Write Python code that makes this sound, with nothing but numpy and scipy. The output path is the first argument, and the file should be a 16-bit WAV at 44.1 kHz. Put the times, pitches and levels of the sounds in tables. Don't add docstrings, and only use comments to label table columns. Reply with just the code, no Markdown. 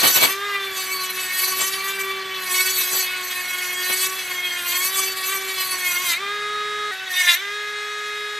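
import sys
import numpy as np
from scipy import signal
from scipy.fft import rfft, irfft
from scipy.io import wavfile
from scipy.ndimage import uniform_filter1d, map_coordinates

SR = 44100
rng = np.random.default_rng(int(sys.argv[2]) if len(sys.argv) > 2 else 0)


def materialize(psi):
    bounded = np.clip(np.atleast_2d(psi).T, -1, 1)
    quanta = np.round(bounded * 32767).astype(np.int16)
    wavfile.write(sys.argv[1], SR, quanta)


N = 369999
TURN_S = 6.912
FREE_HZ, LOADED_HZ = 421.5, 389


def gain_of(db):
    return 10 ** (np.asarray(db) / 20)


def evened(x):
    return x / np.sqrt(np.mean(abs(x) ** 2) + 1e-20)


def read_curve(points, hz):
    f, value = np.transpose(points)
    return np.interp(np.log(hz + 1), np.log(f + 1), value)


def coloured(x, points):
    spectrum_gain = gain_of(read_curve(points, np.fft.rfftfreq(N, 1 / SR)))
    return evened(irfft(rfft(x) * spectrum_gain, N))


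def drifting(shape, turns):
    z = rng.standard_normal(shape) + 1j * rng.standard_normal(shape)
    keep = np.exp(-1 / max(turns, 0.1))
    once = signal.lfilter([1], [1, -keep], z, axis=0)
    return evened(signal.lfilter([1], [1, -keep], once, axis=0))


def paired(left, other, hz):
    # frequency in Hz, likeness from 0 to 1.
    likeness = [(60, 0.56), (240, 0.84), (940, 1), (3730, 0.97), (14800, 0.69)]
    same = np.clip(read_curve(likeness, hz), -1, 1)
    return np.array([left, same * left + np.sqrt(1 - same ** 2) * other])


def tool():
    orders_used, steps = 42, 1024
    t = np.arange(N) / SR
    turns, when, speed_hz = shaft(t)
    order = np.arange(1, orders_used + 1)
    hz = speed_hz * order
    second = when[:, None] >= TURN_S
    load = load_on(speed_hz)
    middle_free_db, middle_loaded_db = -22.5, -27
    rest_db = middle_free_db + (middle_loaded_db - middle_free_db) * load
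    # time in seconds, level in dB.
    contact = [(0, -17.5), (.25, -21.5), (.42, -44.5), (.72, -38.5), (.78, -29.5), (1.6, -33.5),
               (1.95, -33.5), (2.28, -46), (2.5, -29.5), (3.0, -25), (3.14, -38.5), (3.25, -32), (3.8, -32),
               (4.15, -29), (4.3, -34.5), (4.7, -31.5), (6.14, -29.5), (6.19, -53), (6.9, -60), (6.92, -41),
               (7.07, -49), (7.14, -40), (7.35, -24.5), (7.39, -50), (8.39, -50)]
    contact_db = np.interp(when, *np.transpose(contact))[:, None]
    bite_db, middle_db = pushed(when, contact_db, rest_db)
    chatter_db = 2.0 * load * drifting((len(when), 1), turns=3.0).real

    grind = grinding(hz, second, load, bite_db, middle_db, chatter_db)
    whine = whining(hz, order, second, load, bite_db, middle_db, rest_db, chatter_db)
    angle = np.arange(steps) / steps * 2 * np.pi
    high_spot = evened(np.exp(0.14 * np.cos(angle)))
    table = waveform(grind, steps) * high_spot + waveform(whine, steps)
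    table = np.concatenate([table, table[..., :1]], axis=-1)
    place = [turns, turns % 1 * steps]
    return wobble(t, turns) + np.array([map_coordinates(side, place, order=1) for side in table])


def grinding(hz, second, load, bite_db, middle_db, chatter_db):
    # frequency in Hz, relative level in dB.
    part_rings = [
        [(350, -27), (600, -34), (1130, -6), (1290, 10), (1440, -23.5), (1620, -15), (2180, 1.5), (2940, -6),
         (4580, -10), (5200, -29), (6760, -62), (11400, -120)],
        [(350, -67), (600, -59), (1100, -13.5), (1270, -43), (1820, -1), (3220, -10.5), (3820, -0.5),
         (4420, -26), (5200, -24), (6760, -24), (11400, -120)],
    ]
    # frequency in Hz, relative level in dB.
    disc_rings = [(2820, -23.5), (4800, -4.5), (5310, -13.5), (6110, 1), (6380, -6), (6860, -2.5),
                  (7380, -16), (7600, -0.5), (7970, -2), (9350, -8.5), (10200, -3), (11500, -9),
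                  (12700, 3.5), (14400, -11), (15200, -96)]
    part = gain_of(np.where(second, read_curve(part_rings[1], hz), read_curve(part_rings[0], hz)))
    disc = gain_of(read_curve(disc_rings, hz))
    part_sound = gain_of(middle_db - 5.0) * np.sqrt(load) * unit(part)
    disc_sound = gain_of(bite_db) * unit(disc)
    grit = 0.47 + 0.012 * np.maximum(365 - hz[:, :1], 0) + 0.086 * second
    rims = [0.71 * drifting(hz.shape, turns=6.9) + grit * drifting(hz.shape, turns=0.64) for _ in range(2)]
    flicker = uniform_filter1d(drifting(hz.shape, turns=2.3).real, size=7, axis=1)
    flicker_db = 2.36 * evened(flicker)
    dull_db = -3.0 * second * hz / 10000
    return paired(*rims, hz) * (part_sound + disc_sound) * gain_of(flicker_db + chatter_db + dull_db)


def whining(hz, order, second, load, bite_db, middle_db, rest_db, chatter_db):
    # multiple of the shaft speed, relative level in dB.
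    motor_tones = [(1, -2), (2, -22.5), (3, 3.5), (4, -2), (5, -3), (6, -16.5), (7, -23), (8, -9.5),
                   (9, -2), (10, -14.5), (11, -20), (12, -34), (13, -21.5), (14, -22)]
    motor_db = -1.5
    clean = [0, 2, 3, 4, 5, 6, 8, 10, 11]
    clean_order = order[clean]
    motor = gain_of(np.interp(order, *np.transpose(motor_tones)) - 1.12 * np.maximum(order - 14, 0))
    whine = gain_of(middle_db + motor_db) * np.sqrt(1 - 0.9 * load) * unit(motor)
    whine[:, 1:2] = gain_of(-51.0 + second * (5.5 - 13.5 * (1 - load)))
    push_db = 0.62 * load * (middle_db - rest_db - 3.5) * (clean_order > 3)
    push_db = push_db + 0.5 * (np.maximum(bite_db, -45) + 29) * (clean_order > 10)
    push_db = push_db - 7.7 * (clean_order == 11)
    wander_db = (0.5 + 2.9 * load) * drifting((len(hz), len(clean)), turns=19.3).real
    whine[:, clean] = housing(hz[:, clean], second) * gain_of(push_db + wander_db)
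    waver = (0.035 + 0.011 * order) * drifting(hz.shape, turns=19.0)
    flutter = 0.76 * load * np.minimum((order - 1) / 5, 1) * drifting(hz.shape, turns=4.1)
    start_phase = np.exp(2j * np.pi * rng.random(len(order)))
    return whine * start_phase * (1 + waver + flutter) * gain_of(0.71 * chatter_db)


def housing(hz, second):
    # frequency in Hz, width in Hz, level in dB, change in the second pose in dB.
    resonances = [(386.4, 28, -39.5, -12), (418, 50, -36.5, -3), (1265, 175, -29.5, -6.5),
                  (1504, 30, -53.5, 18.5), (1644, 167, -34, 0.5), (1825, 59, -36.5, 7.5),
                  (2028, 135, -34, 0.5), (2159.5, 51, -26.5, -2.5), (2324, 45, -32, 0),
                  (2488, 80.7, -45, 3.5), (2594, 78, -40, 0), (2930, 98, -50, -11), (3208, 163, -33, -8),
                  (3490, 200, -38, 2), (3730, 270, -35.5, -3), (4105, 106, -32.5, -3), (4500, 180, -40, -3),
                  (4960, 204, -43, 0.5)]
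    power = 0
    for f, width, db, turned_db in resonances:
        power = power + gain_of(2 * (db + turned_db * second)) / (1 + (2 * (hz - f) / width) ** 2) ** 2
    return np.sqrt(power)


def wobble(t, turns):
    # time in seconds, level in dB.
    wobble_level = [(.7, -87), (1.0, -60.5), (1.6, -65), (2.0, -58), (2.5, -60), (2.8, -85)]
    return gain_of(np.interp(t, *np.transpose(wobble_level))) * np.sqrt(2) * np.sin(np.pi * turns)


def shaft(t):
    # time in seconds, speed in Hz before the tremble.
    speed_first = [(0.0, 373.7), (0.25, 376.1), (0.46, 408.2), (0.77, 377.5), (1.35, 368.9), (1.9, 390.2),
                   (2.37, 379.3), (2.5, 365), (2.71, 377.2), (2.87, 368), (2.98, 377), (3.06, 367.4),
                   (3.29, 366.4), (3.33, 365.4), (3.75, 362.3), (4.18, 379.3), (4.25, 364), (4.66, 353.6),
                   (4.75, 358), (4.93, 383.8), (5.27, 375.7), (5.33, 388.3), (5.81, 366.6), (5.95, 355.6),
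                   (6.02, 367.4), (6.14, 334.5), (6.22, 396.3), (6.33, 412.5), (6.52, 417.9), (6.91, 418.3)]
    # time in seconds, speed in Hz before the tremble.
    speed_second = [(6.915, 377.8), (7.057, 379), (7.131, 365), (7.184, 366.4), (7.342, 343), (7.373, 371),
                    (7.422, 398.7), (7.551, 416), (7.9, 418.2), (8.39, 418)]
    s, speed = np.transpose(list(speed_first) + list(speed_second))
    tremble = np.interp(t, np.arange(1000) / 100, drifting(1000, turns=1.434).real)
    shaft_hz = np.interp(t, s, speed)
    turns = np.cumsum(shaft_hz + 0.02945 * np.maximum(FREE_HZ - shaft_hz, 0) * tremble) / SR
    when = np.interp(np.arange(3600), turns, t)
    return turns, when, np.interp(when, s, speed)[:, None]


def load_on(speed_hz):
    spin_up_s = 0.05
    gain_per_turn = uniform_filter1d(np.gradient(speed_hz, axis=0), size=9, axis=0)
    gaining = np.maximum(gain_per_turn * speed_hz, 0)
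    return np.clip((FREE_HZ - speed_hz - spin_up_s * gaining) / (FREE_HZ - LOADED_HZ), 0, 1)


def pushed(when, *rest_db):
    # time in seconds, length in seconds, treble bite in dB, middle range in dB.
    pushes = [(0.028, 0.096, -16, -14), (0.173, 0.029, -19, -14.5), (0.23, 0.044, -19.5, -15.5),
              (0.312, 0.034, -24.5, -21), (0.523, 0.076, -56, -21), (1.241, 0.081, -32, -28.5),
              (1.428, 0.12, -21, -25), (1.628, 0.072, -19, -23.5), (1.746, 0.033, -27, -19),
              (1.89, 0.045, -28.5, -21.5), (2.008, 0.017, -25.5, -23.5), (2.36, 0.065, -49, -26),
              (2.609, .15, -22.5, -21.5), (2.811, 0.058, -21.5, -24), (2.935, .05, -23, -32),
              (3.007, 0.059, -26.5, -25.5), (3.122, 0.084, -47, -21.5), (3.339, 0.033, -35, -27),
              (3.404, .04, -54, -32), (3.639, .05, -33, -25.5), (3.91, 0.082, -22, -21),
              (4.02, .07, -21, -29), (4.319, 0.016, -42, -23.5), (4.439, .074, -54, -39),
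              (4.737, 0.084, -26, -23), (4.856, 0.037, -19.5, -29), (4.987, .1, -25, -23.5),
              (5.291, 0.069, -24.5, -22), (5.5, 0.029, -37, -22), (5.61, 0.034, -24, -22.5),
              (5.731, 0.034, -30, -24.5), (5.901, 0.055, -25, -25.5), (5.96, 0.049, -27, -22.5),
              (6.065, 0.053, -23.5, -25), (6.117, 0.055, -27.5, -23), (7.135, 0.039, -41, -33),
              (7.2, 0.088, -23, -16), (7.303, 0.072, -26.5, -13.5)]
    s, length, *push_db = np.transpose(pushes)
    bell = np.exp(-((when[:, None] - s) / (0.64 * length)) ** 2)
    levels = []
    for rest, push in zip(rest_db, push_db):
        power = gain_of(2 * rest) + bell @ gain_of(2 * push)[:, None]
        levels.append(10 * np.log10(power))
    return levels


def unit(g):
    return g / np.linalg.norm(g, axis=-1, keepdims=True)


def waveform(orders, steps):
    padded = np.pad(orders, [(0, 0)] * (orders.ndim - 1) + [(1, 0)])
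    return irfft(padded, steps) * steps / np.sqrt(2)


def chips():
    # middle in seconds, level in dB, length in seconds.
    showers = [(0.049, -17, 0.06), (0.088, -24.5, 0.073), (0.173, -18.5, 0.04), (0.231, -17.5, 0.048),
               (0.263, -24, 0.083), (1.424, -43, 0.1), (1.614, -29.5, 0.073), (2.804, -41, 0.072),
               (2.943, -28.5, 0.051), (3.905, -25, 0.024), (4.038, -47, 0.043), (4.76, -41, 0.038),
               (4.848, -36, .04), (5, -50, 0.053), (5.92, -48, 0.15), (6.131, -50, 0.035)]
    # frequency in Hz, relative level in dB.
    click_colour = [(30, -23), (100, -8), (300, 2.5), (1000, 3.5), (3000, 1.5), (6000, -9), (15000, -33)]
    t = np.arange(N) / SR
    size = gain_of(0.79 * np.minimum(rng.exponential(1, (2, N)), 3)) * rng.choice([-1, 1], (2, N))
    struck = rng.random((2, N)) < 900 / SR
    hits = size * struck * gain_of([[1.5], [-1.5]])
    clicks = coloured(hits - 0.11 * hits[::-1], click_colour)
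    return clicks * sum(gain_of(db) * np.exp(-((t - s) / (length / 2)) ** 2) for s, db, length in showers)


def shop(x):
    t60_s, shop_db = 0.86, -18.5
    t = np.arange(SR // 2) / SR
    present = (rng.random((2, len(t))) < 2000 / SR) * (t > 0.004)
    taps = rng.choice([-1., 1.], (2, len(t))) * present * gain_of(-60 * t / t60_s)
    taps = signal.lfilter(*signal.butter(2, 1500, "high", fs=SR), taps)
    taps = gain_of(shop_db) * taps / np.linalg.norm(taps[0])
    return signal.fftconvolve(x, taps, axes=1)[:, :N]


def air():
    # frequency in Hz, relative level in dB.
    rush_colour = [(30, -54), (55, -21), (400, -21.5), (700, -14), (1250, -8), (1750, 1), (2600, -7.5),
                   (3500, -7.5), (5000, -12.5), (9000, -23.5), (15200, -41)]
    # frequency in Hz, relative level in dB.
    rumble_colour = [(25, -30), (50, -2.5), (100, -9), (250, -0.5), (600, -7), (1500, -71)]
    rush_db, rumble_db = -36, -62
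    both, apart = rng.standard_normal((2, N))
    noise = np.array([both + 0.04 * apart, both - 0.086 * apart])
    first = np.arange(N) / SR < TURN_S
    rush = coloured(noise, rush_colour) * gain_of(rush_db + 1.0 * first)
    return rush + coloured(noise, rumble_colour) * gain_of(rumble_db) * first


def scene():
    near = tool()
    first = np.arange(N) / SR < TURN_S
    echoes = shop(near) * first + shop(near * ~first)
    return near + echoes + air() + chips()


def record(dry):
    edge_hz = 15300
    low_pass = signal.firwin(511, edge_hz, window=("kaiser", 9), fs=SR)
    return signal.oaconvolve(dry, low_pass[None], "same")


dry = scene()
out = record(dry)
materialize(out)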